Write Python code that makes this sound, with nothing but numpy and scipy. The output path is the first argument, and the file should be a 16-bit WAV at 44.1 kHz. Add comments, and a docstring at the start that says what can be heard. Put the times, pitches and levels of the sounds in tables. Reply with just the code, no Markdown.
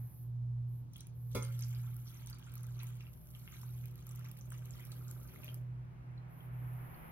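"""Brine pours from a steel pan through a metal funnel into a jar of sliced onions, in a kitchen.
First drops tick on the funnel, the pan's rim knocks against it and the steel rings. The stream
spatters and traps air, which gurgles in the funnel's throat and the jar; a few faint drips follow.
Underneath, a low appliance hum swells and sinks over room rumble, a rush of air slowly grows,
and a thin high hiss comes and goes."""
import sys
import numpy as np
from scipy import signal
from scipy.fft import rfft, irfft, next_fast_len
from scipy.io import wavfile
from scipy.ndimage import map_coordinates

SR = 44100
rng = np.random.default_rng(int(sys.argv[2]) if len(sys.argv) > 2 else 0)


def store_wav(level_fs):
    """Save 16-bit WAV to argv[1]."""
    pcm = np.round(np.clip(np.atleast_2d(level_fs), -1, 1) * 32767)
    wavfile.write(sys.argv[1], SR, pcm.T.astype(np.int16))


N = 313683
TIME_S = np.arange(N) / SR
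TOP_HZ = 15850
POUR_START_S, POUR_END_S, POUR_EDGE_S = 1.4, 5.68, .12


def amp(db):
    """Decibels to gain."""
    return 10 ** (np.asarray(db) / 20)


def unit(x):
    """Scale to rms 1."""
    return x / np.sqrt(np.mean(x ** 2) + 1e-20)


def along(points, hz):
    """Read (Hz, value) points on a log frequency axis."""
    knots_hz, values = np.transpose(points)
    return np.interp(np.log(hz + 1), np.log(knots_hz), values)


def curves(rows):
    """One value per sample for each column after the time."""
    times_s, *columns = np.transpose(rows)
    return [np.interp(TIME_S, times_s, column) for column in columns]


def wobble(rate_hz):
    """Smooth random curve, rate_hz knots a second."""
    knots = rng.standard_normal(int(N * rate_hz / SR) + 4)
    return map_coordinates(knots, [TIME_S * rate_hz])


def filtered(x, response):
    """Apply a complex frequency response."""
    size = next_fast_len(N + SR // 2)
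    return irfft(rfft(x, size) * response(np.fft.rfftfreq(size, 1 / SR)), size)[..., :N]


def coloured(x, colour):
    """Filter by (Hz, dB) points."""
    return filtered(x, lambda hz: amp(along(colour, hz)))


# Diffuse field. Each row: frequency in Hz, left-right correlation from -1 to 1.
CORRELATION = [(60, 0.67), (150, -0.22), (290, 0.39), (640, -0.36), (1400, -0.34), (3000, 0.16),
               (8000, -0.97), (12000, 1), (15500, 0.17)]
def diffuse_noise(colour):
    """Stereo noise of rms 1, arriving from all around."""
    def response(hz):
        angle = np.arccos(np.clip(along(CORRELATION, hz), -1, 1)) / 2
        return amp(along(colour, hz)) * [np.cos(angle), np.sin(angle)]
    mid, side = filtered(rng.standard_normal((2, N)), response)
    return unit(np.array([mid + side, mid - side]))


def pings(start_s, gain, hz, cycles, rise, samples):
    """Bubbles ring down to 1/e in the given cycles; pitch climbs near the surface, or falls if rise < 0."""
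    turns = np.minimum(hz, TOP_HZ)[:, None] * np.arange(samples) / SR
    age = turns / np.reshape(cycles, (-1, 1))
    phase = 2 * np.pi * turns * (1 + rise * np.tanh(age / 2))
    envelope = gain[:, None] * np.exp(-age) * (1 - np.exp(-2 * turns))
    index = np.round(start_s * SR).astype(int)[:, None] + np.arange(samples)
    return np.bincount(index.ravel(), (envelope * np.sin(phase)).ravel(), N)[:N]


def swarm(count, low_hz, high_hz, cycles, spread_db, rise, samples):
    """Steady bubble swarm of rms 1: many faint, a few strong, equal energy per octave."""
    when, pitch, strength, life = rng.random((count, 4)).T
    hz = low_hz * (high_hz / low_hz) ** pitch
    gain = np.sqrt(hz) * amp(spread_db * np.minimum(-np.log(strength), 4))
    return unit(pings(when * N / SR, gain, hz, cycles * (.5 + life), rise, samples))


def reverb(x, t60_s):
    """Stereo tail of energy 1; t60_s gives the decay time at each frequency."""
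    hz, t, spectrum = signal.stft(rng.standard_normal((2, SR // 2)), SR, nperseg=256)
    _, impulse = signal.istft(spectrum * amp(-60 * t / t60_s(hz)[:, None]), SR, nperseg=256)
    return signal.fftconvolve(x[None], impulse / np.linalg.norm(impulse[0]), axes=1)[:, :N]


# Direct sound from the jar. Each row: frequency in Hz, phase lead of left over right in radians.
LEFT_LEAD_RAD = [(200, -2), (900, -1.7), (1460, -1.3), (2330, -2.3), (3500, -2.8), (5800, -4.2),
                 (8000, -2.2), (11000, -.2)]
# Kitchen reverberation. Each row: frequency in Hz, t60 in seconds.
KITCHEN_T60_S = [(200, 0.19), (2000, 0.28), (6000, 0.21), (14000, 0.15)]
def from_jar(x, funnel_db, funnel_t60_s, room_db):
    """Share energy between the direct path, quick funnel-to-pan echoes and the kitchen."""
    direct = filtered(x, lambda hz: np.exp(.5j * along(LEFT_LEAD_RAD, hz) * [[1], [-1]]))
    echoes = amp(funnel_db) * reverb(x, lambda hz: np.full_like(hz, funnel_t60_s))
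    room = amp(room_db) * reverb(x, lambda hz: along(KITCHEN_T60_S, hz))
    return (direct + echoes + room) / np.sqrt(1 + amp(funnel_db) ** 2 + amp(room_db) ** 2)


# Hum drift. Each row: time in seconds, pitch in Hz.
HUM_HZ = [(.3, 120.4), (2.2, 120.8), (4, 122.5), (7.11, 123.5)]
# Hum swells. Each row: crest in seconds, width at half height in seconds, level in dB.
HUM_SWELLS = [(0.026, 0.092, -41.5), (0.524, 0.54, -38), (1.606, 0.81, -39), (2.28, 0.17, -51),
              (2.775, 0.55, -43.5), (3.38, 0.18, -51.5), (3.775, 0.34, -43.5), (4.19, 0.24, -45),
              (4.581, 0.33, -45.5), (5.05, 0.4, -45.5), (5.672, 0.4, -43), (6.152, 0.29, -47),
              (6.66, 0.38, -42)]
# Weak motor tones. Each row: frequency in Hz, level in dB.
MOTOR_TONES = [(55.5, -66), (59.5, -72), (80, -77.5), (134, -63.5), (160, -63), (187, -75), (213, -83),
               (302, -87), (346, -82)]
def hum():
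    """An appliance hums in flat-topped swells; its faint buzz and upper motor tones slowly grow."""
    pitch_hz, = curves(HUM_HZ)
    phase = 2 * np.pi * np.cumsum(pitch_hz) / SR
    swell = 0
    for crest_s, width_s, db in HUM_SWELLS:
        distance = np.abs(2 * (TIME_S - crest_s) / width_s)
        swell += amp(db) * .5 ** np.minimum(distance ** 2.75, 20)
    tones = swell * (np.sin(phase) + amp(-34.5) * np.sin(2 * phase))
    growth_db = 5 * (TIME_S / TIME_S[-1] - .5)
    for harmonic in range(2, 8):
        buzz_db = -75 - 11.5 * np.log2(harmonic / 2) + growth_db + 3.5 * wobble(4)
        tones += amp(buzz_db) * np.sin(harmonic * phase + rng.uniform(0, 2 * np.pi))
    for hz, db in MOTOR_TONES:
        drift_db = 1.2 * wobble(3) + growth_db * (hz > 150)
        tones += amp(db + drift_db) * np.sin(2 * np.pi * hz * TIME_S + .5 * wobble(2.923))
    return np.sqrt(2) * tones


# Rumble spectrum. 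Each row: frequency in Hz, relative level in dB.
RUMBLE_SPECTRUM = [(20, -39), (35, -19.5), (55, 6), (100, 2.5), (170, -2), (280, -12.5), (450, -20.5),
                   (1000, -22.5), (2000, -40.5), (3200, -38), (5500, -41), (9000, -44), (16000, -47)]
def rumble():
    """Steady low room noise."""
    return amp(-58) * diffuse_noise(RUMBLE_SPECTRUM)


# Air envelope. Each row: time in seconds, relative level in dB.
AIR_ENVELOPE = [(0, -73.5), (.3, -87.5), (1.3, -83), (2.2, -82), (3.3, -82.5), (5.2, -76), (6.1, -69.3),
                (7.11, -59.5)]
# Air spectrum. Each row: frequency in Hz, relative level in dB.
AIR_SPECTRUM = [(100, 8.5), (300, 3), (500, 1), (750, 6), (1300, 1.5), (2300, -3.5), (3200, -15),
                (4500, -31), (8000, -40.5), (16000, -49.5)]
def air():
    """Air moving in the room: the rush drops at first, then slowly grows."""
    level_db, = curves(AIR_ENVELOPE)
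    return amp(level_db + 5) * diffuse_noise(AIR_SPECTRUM)


# Spells of hiss. Each row: start in seconds, end in seconds, relative level in dB.
HISS_SPANS = [(-.6, 0.231, -64.5), (0.663, 0.788, -67.5), (1.124, 2.214, -65), (2.25, 2.98, -76.5),
              (2.576, 2.883, -74.5), (3.007, 3.83, -64.5), (3.868, 4.592, -71), (4.616, 5.55, -64),
              (6.277, 6.455, -66), (6.506, 7.117, -65.5)]
# Hiss spectrum. Each row: frequency in Hz, relative level in dB.
HISS_SPECTRUM = [(1000, -37), (3000, -20.5), (6000, -10), (7800, -23.5), (9200, -12), (10300, 3),
                 (11500, 6), (14000, 5), (15700, -7.5)]
def hiss(creep_s=.13, fade_s=.035):
    """Thin high hiss: each spell creeps up in level, then dies fast."""
    gain = 0
    for start_s, end_s, db in HISS_SPANS:
        age_s = np.maximum(TIME_S - start_s, 0)
        creep_db = -9 * np.exp(-age_s / creep_s)
        release = np.exp(-np.maximum(TIME_S - end_s, 0) / fade_s)
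        gain += amp(db + creep_db) * np.minimum(age_s / fade_s, 1) * release
    return amp(-1) * gain * diffuse_noise(HISS_SPECTRUM)


def slaps(start_s, gain, decay_s):
    """Liquid hits steel: very short noise bursts."""
    impulses = np.bincount(np.round(start_s * SR).astype(int), gain, N)[:N]
    envelope = signal.lfilter([1], [1, -np.exp(-1 / (decay_s * SR))], impulses)
    return envelope * rng.standard_normal(N)


# Single drops on steel. Each row: start in seconds, relative level in dB, pitch in Hz.
DROP_HITS = [(0.935, -51.5, 9800), (0.9654, -45, 9900), (0.981, -49.5, 10200), (1.0068, -44.5, 8900),
             (1.07, -46.5, 10400), (1.431, -46.5, 9000), (1.45, -41.5, 8750), (1.5919, -41.5, 10900),
             (1.6087, -40, 13000), (1.6838, -45, 11300), (1.966, -42.5, 12800), (2.2612, -45, 9100),
             (2.272, -44, 8150), (2.2995, -41, 12400), (2.307, -47.5, 9400), (2.52, -50, 8500),
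             (2.5398, -42.5, 11900), (2.555, -40.5, 11940), (2.579, -49.5, 6260), (2.6327, -44.5, 10400),
             (2.833, -39.5, 11600), (2.8425, -44.5, 11700), (2.87, -45, 6800), (2.881, -51.5, 9100),
             (3.6152, -44, 11100), (3.857, -40, 12700), (3.9566, -49, 11800), (4.0677, -41, 12600),
             (4.092, -45, 7600), (4.1194, -48, 10000), (4.1594, -43, 12500), (4.1937, -46, 13500),
             (4.2859, -47, 11600), (4.3142, -39, 11700), (4.373, -49, 10900), (4.389, -44.5, 11900),
             (4.504, -44.5, 7700), (4.522, -43, 9100), (4.5832, -46, 11400), (4.6572, -46.5, 12000),
             (4.852, -42, 11800), (4.9174, -44, 8300), (5.112, -41.5, 11200), (5.4445, -41, 12600),
             (5.5438, -40, 12600)]
# Slap of a drop. Each row: frequency in Hz, gain in dB.
SLAP_EQ = [(1000, -23), (2500, -2), (4200, -4.5), (6300, 0.5), (8000, -2.5), (10000, 3.5), (12500, 4),
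           (16000, 3.5)]
def drops():
    """A drop slaps the steel and the tiny bubble it traps rings briefly."""
    start_s, db, hz = np.transpose(DROP_HITS)
    slap = coloured(slaps(start_s, amp(db - 2.5), decay_s=.0007), SLAP_EQ)
    ring = pings(start_s, amp(db + .5), hz, cycles=10, rise=.06, samples=400)
    return from_jar(slap + ring, funnel_db=-7, funnel_t60_s=.025, room_db=-8)


# Air trapped in funnel and jar. Each row: start in seconds, relative level in dB, pitch in Hz,
# decay in cycles.
AIR_POCKETS = [(0.959, -50, 3240, 6.2), (1.0085, -53, 5840, 9.1), (1.425, -40.5, 6130, 5.2),
               (1.4298, -45, 8620, 24), (1.487, -62.5, 1387, 29), (1.593, -52.5, 5250, 7.9),
               (1.6232, -44, 6060, 10.4), (1.728, -58, 2280, 5), (1.749, -52, 4850, 6.1),
               (1.837, -67, 2500, 6.5), (2.078, -52.5, 5600, 5), (2.272, -45, 6050, 3.4),
               (2.329, -50.5, 4570, 11.5), (2.312, -59, 1430, 6.1), (2.331, -62.5, 1390, 6),
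               (2.427, -52, 3080, 2.7), (2.471, -57.5, 1390, 5.5), (2.642, -53.5, 1420, 1),
               (2.801, -55, 4160, 3.9), (2.829, -57, 980, 3.7), (3.007, -51.5, 2630, 5.5),
               (3.068, -53, 2650, 3.6), (3.35, -48.5, 3060, 2.4), (3.477, -41, 2430, 1.14),
               (3.541, -49, 2200, 1.9), (3.571, -66, 4130, 6), (3.618, -58, 5330, 5.4),
               (3.84, -55.5, 2360, 3.1), (4.111, -56, 5940, 8.4), (4.252, -55, 1890, 2.2),
               (4.368, -54.5, 2320, 1.8), (4.411, -52, 6040, 8), (4.528, -51, 5900, 3.1),
               (4.7078, -44.5, 7100, 4.4), (4.737, -55, 5260, 5.7), (4.797, -56.5, 2000, 3.6),
               (4.919, -34.5, 5140, 0.34), (5.073, -68, 1430, 7), (5.0817, -42, 6840, 1.5),
               (5.109, -61, 1450, 7), (5.113, -51.5, 6950, 6), (5.25, -63, 1500, 7.8),
               (5.36, -51.5, 2080, 2.7), (5.4347, -49, 2500, 4), (5.4805, -43, 2720, 2.2),
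               (5.488, -49.5, 3090, 8.9)]
def plops(shed_count=5, shed_within_s=.03, shed_span_octaves=1.3):
    """An air pocket rings and sheds weaker bubbles; few cycles make a glug, many a plink."""
    start_s, db, hz, cycles = np.transpose(AIR_POCKETS)
    pockets = pings(start_s, amp(db + 8.5), hz, cycles, rise=.02, samples=1000)
    lag, detune = rng.random((2, len(start_s), shed_count))
    shed_s = (start_s[:, None] + shed_within_s * lag ** 2).ravel()
    shed_db = (db[:, None] - 9 - 6 * lag).ravel()
    shed_hz = (hz[:, None] * 2 ** (shed_span_octaves * (detune - .5))).ravel()
    shed = pings(shed_s, amp(shed_db), shed_hz, cycles=3, rise=.037, samples=800)
    return from_jar(pockets + shed, funnel_db=-8, funnel_t60_s=.03, room_db=-8)


# Spurts over the pan's lip. Each row: crest in seconds, throat gurgle in dB, splash in dB.
LIP_SPURTS = [(0.963, -72, -63), (1.029, -81, -74), (1.318, -80.5, -69.5), (1.43, -59, -60),
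              (1.52, -67.5, -73.5), (1.621, -65, -56), (1.74, -66.5, -69.5), (2.081, -88, -62.5),
              (2.275, -71, -63), (2.47, -69, -66), (2.806, -60.5, -67.5), (2.88, -74, -76),
              (3.01, -68, -69), (3.36, -74, -66.5), (3.531, -66.5, -76), (4.25, -63.5, -69),
              (4.535, -63.5, -69.5), (4.793, -65.5, -65), (4.92, -70, -80), (5.099, -84, -72),
              (5.3, -68.5, -67.5), (5.345, -73.5, -97), (5.443, -66, -67), (5.5, -79, -80)]
def spurt_gains(rise_s=.022, fall_s=.055):
    """Throat and splash gains of spurts that build fast and drain more slowly."""
    crest_s, throat_db, splash_db = np.transpose(LIP_SPURTS)
    age_s = TIME_S - crest_s[:, None]
    envelopes = np.exp(-np.maximum(-age_s / rise_s, age_s / fall_s).clip(0, 20))
    return amp(throat_db) @ envelopes, amp(splash_db) @ envelopes


def flowing():
    """1 while the unbroken stream runs, ramping from and to 0."""
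    return np.clip(np.minimum(TIME_S - POUR_START_S, POUR_END_S - TIME_S) / POUR_EDGE_S, 0, 1)


# Unbroken stream. Each row: time in seconds, jar gurgle in dB, throat gurgle in dB, splash in dB.
STREAM_LEVELS = [(1.55, -81.5, -77.5, -72.5), (1.86, -69.5, -70.5, -73.5), (2.03, -78.5, -79, -76.5),
                 (2.16, -71.5, -68, -69.5), (2.38, -69, -72.5, -74), (2.68, -73, -74.5, -68.5),
                 (3.0, -79.5, -76.5, -78), (3.27, -82.5, -84, -96), (3.55, -70.5, -71.5, -64),
                 (3.85, -80, -74.5, -76), (4.2, -72, -71, -74), (4.45, -78.5, -79, -76),
                 (4.68, -74, -71, -69.5), (5.2, -69.5, -76, -74.5), (5.6, -77.5, -82, -101)]
def stream_gains():
    """Jar, throat and splash gains of the unbroken stream."""
    return amp(curves(STREAM_LEVELS)) * flowing()


# Air resonance of the jar and of the funnel's throat. Each row: frequency in Hz, gain in dB.
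JAR_EQ = [(700, -4), (1050, 0), (1200, 0), (1430, 1.5), (1750, -5)]
THROAT_EQ = [(1500, -5), (2000, 0), (2450, 2), (3100, 0), (3800, -4)]
def gurgle():
    """The pour traps air: low bubbles in the jar, higher ones in the throat, surging with each spurt."""
    jar_gain, throat_gain, _ = stream_gains()
    surge, _ = spurt_gains()
    low = swarm(2200, low_hz=780, high_hz=1700, cycles=4, spread_db=1.3, rise=.05, samples=1400)
    high = swarm(4000, low_hz=1500, high_hz=3600, cycles=3.5, spread_db=1.5, rise=.06, samples=800)
    jar = unit(coloured(low, JAR_EQ)) * np.hypot(jar_gain, amp(-5.5) * surge)
    throat = unit(coloured(high, THROAT_EQ)) * np.hypot(throat_gain, surge)
    return from_jar(jar + throat, funnel_db=-3, funnel_t60_s=.07, room_db=-11)


# Splash in the funnel. Each row: frequency in Hz, gain in dB.
SPLASH_EQ = [(3000, 2), (4200, 3), (5000, 2), (6200, 6), (7800, 1), (10000, 2), (13000, -3)]
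def splash():
    """Brine hits the funnel and breaks up unevenly into quick clumps of tiny bubbles."""
    _, _, stream_gain = stream_gains()
    _, surge = spurt_gains()
    bubbles = swarm(5000, low_hz=3000, high_hz=11000, cycles=5, spread_db=3.4, rise=.05, samples=400)
    clumps = amp(2.8 * np.clip(wobble(45), -2, 1.5))
    fizz = unit(coloured(bubbles, SPLASH_EQ) * clumps) * np.hypot(stream_gain, surge)
    return from_jar(fizz, funnel_db=-2, funnel_t60_s=.02, room_db=-7)


def ringing(modes, t, attack_s, width):
    """Modes decaying t seconds after a blow; width scales the left-right phase difference."""
    hz, db, t60_s = np.transpose(modes)[:, :, None]
    phase = 2 * np.pi * hz * t + rng.uniform(0, 2 * np.pi, hz.shape)
    lead = width * along(LEFT_LEAD_RAD, hz)
    envelope = amp(db - 60 * t / t60_s) * (1 - np.exp(-t / attack_s))
    return np.array([np.sum(envelope * np.sin(phase + side * lead), axis=0) for side in (.5, -.5)])


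# Modes of pan with funnel, and of jar with cutting board.
# Each row: frequency in Hz, relative level in dB, free t60 in seconds.
STEEL_MODES = [(382, 0, .24), (463, 4, .2), (544, -6, .65), (600, -5, .14), (732, -11, .21), (861, -9, .35),
               (905, -9, .2), (1007, -4, .29), (1077, -10, .27), (1200, -6.5, .29), (1303, -2.5, .28),
               (1410, -5.5, .37), (1782, -18, .45), (2055, -10, .17), (2101, -7, .48), (2159, -12, .42),
               (2210, -3, .28), (2240, -7, .15), (2370, -9, .18), (2443, -8, .22), (2739, -13, .14),
               (3380, -7, .24), (3445, -6, .15), (4027, -9, .15), (5141, -19, .25), (5905, -17, .25),
               (6464, -15, .18)]
BOARD_MODES = [(60.5, -6, 0.55), (97, 11.5, 0.084), (203, -0.5, 0.26), (261, 2, 0.16), (476, -4.5, 0.067)]
# Spectra of the crack and the clank. Each row: frequency in Hz, relative level in dB.
CRACK_SPECTRUM = [(100, -7.5), (500, 19.5), (1300, -28), (3000, -4), (4400, 0), (5600, -1), (8000, -5.5),
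                  (11000, -4.5), (16000, -7)]
CLANK_SPECTRUM = [(100, -14), (280, 1.5), (500, 12), (750, -16), (1200, 6), (1700, -12), (2300, -7),
                  (3500, -22), (8000, -31), (16000, -45)]
def knock(start_s=1.349, damping_db_per_s=18, crack_t60_s=.17, clank_t60_s=.42):
    """The pan's rim lands on the funnel and stays, damping the steel; the blow thuds into the board."""
    def placed(x):
        return np.pad(x, ((0, 0), (round(start_s * SR), N)))[:, :N]
    t = np.arange(SR) / SR
    steel = amp(-43.3 - damping_db_per_s * t) * ringing(STEEL_MODES, t, attack_s=.0065, width=.45)
    thud = amp(-40.5) * ringing(BOARD_MODES, t, attack_s=.005, width=.25)
    burst, = placed(amp(-60 * t / crack_t60_s) * rng.standard_normal((1, SR)))
    crack = amp(-37.5) * coloured(burst, CRACK_SPECTRUM)
    # Countless weaker modes and their echoes blur into a dull clank.
    clank = placed(amp(-46 - 60 * t[None] / clank_t60_s)) * diffuse_noise(CLANK_SPECTRUM)
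    return placed(steel + thud) + clank + from_jar(crack, funnel_db=-4, funnel_t60_s=.025, room_db=-7)


def spatter(count=480):
    """Droplets flung from the stream tick on the steel."""
    when, faintness = rng.random((count, 2)).T
    droplets = slaps(when * (N - 1) / SR, amp(-50.5 - 15 * faintness), decay_s=.00056)
    ticks = coloured(droplets * flowing(), SLAP_EQ)
    return from_jar(ticks, funnel_db=-9, funnel_t60_s=.025, room_db=-9)


def burble(growth_db_per_s=6):
    """A soft, hollow churn of big bubbles grows as the jar fills."""
    level_db = -89.5 + growth_db_per_s * (TIME_S - POUR_START_S)
    churn = swarm(2000, low_hz=260, high_hz=680, cycles=2.5, spread_db=1.2, rise=.05, samples=2000)
    return from_jar(churn * amp(level_db) * flowing(), funnel_db=-8.5, funnel_t60_s=.13, room_db=-2)


# Surfacing air. Each row: start in seconds, level in dB, starting pitch in Hz.
SURFACE_GLUGS = [(3.632, -47.5, 1340), (4.21, -51, 2080), (4.5198, -42.5, 1800)]
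def glugs():
    """An air pocket opens at the surface with a short falling blip."""
    start_s, db, hz = np.transpose(SURFACE_GLUGS)
    blips = pings(start_s, amp(db), hz, cycles=5.5, rise=-.4, samples=1000)
    return from_jar(blips, funnel_db=-12, funnel_t60_s=.03, room_db=-12)


# Drips from the funnel. Each row: start in seconds, level in dB, pitch in Hz.
FUNNEL_DRIPS = [(6.178, -57, 4080), (6.405, -55, 3150), (6.945, -60, 4400)]
def last_drips():
    """Faint drips plink into still brine."""
    start_s, db, hz = np.transpose(FUNNEL_DRIPS)
    plinks = pings(start_s, amp(db), hz, cycles=12, rise=.02, samples=1500)
    return from_jar(plinks, funnel_db=-8, funnel_t60_s=.03, room_db=-8)


def scene():
    """Pour and hum sit slightly right, in diffuse room noise."""
    pour = gurgle() + plops() + glugs() + burble() + splash() + spatter() + drops() + knock()
    kitchen = hum() * amp([[-1], [.9]]) + rumble() + air() + hiss()
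    return (pour + last_drips()) * amp([[-.6], [.6]]) + kitchen


def record(dry):
    """Brick-wall low-pass at TOP_HZ."""
    return filtered(dry, lambda hz: hz < TOP_HZ)


dry = scene()
out = record(dry)
store_wav(out)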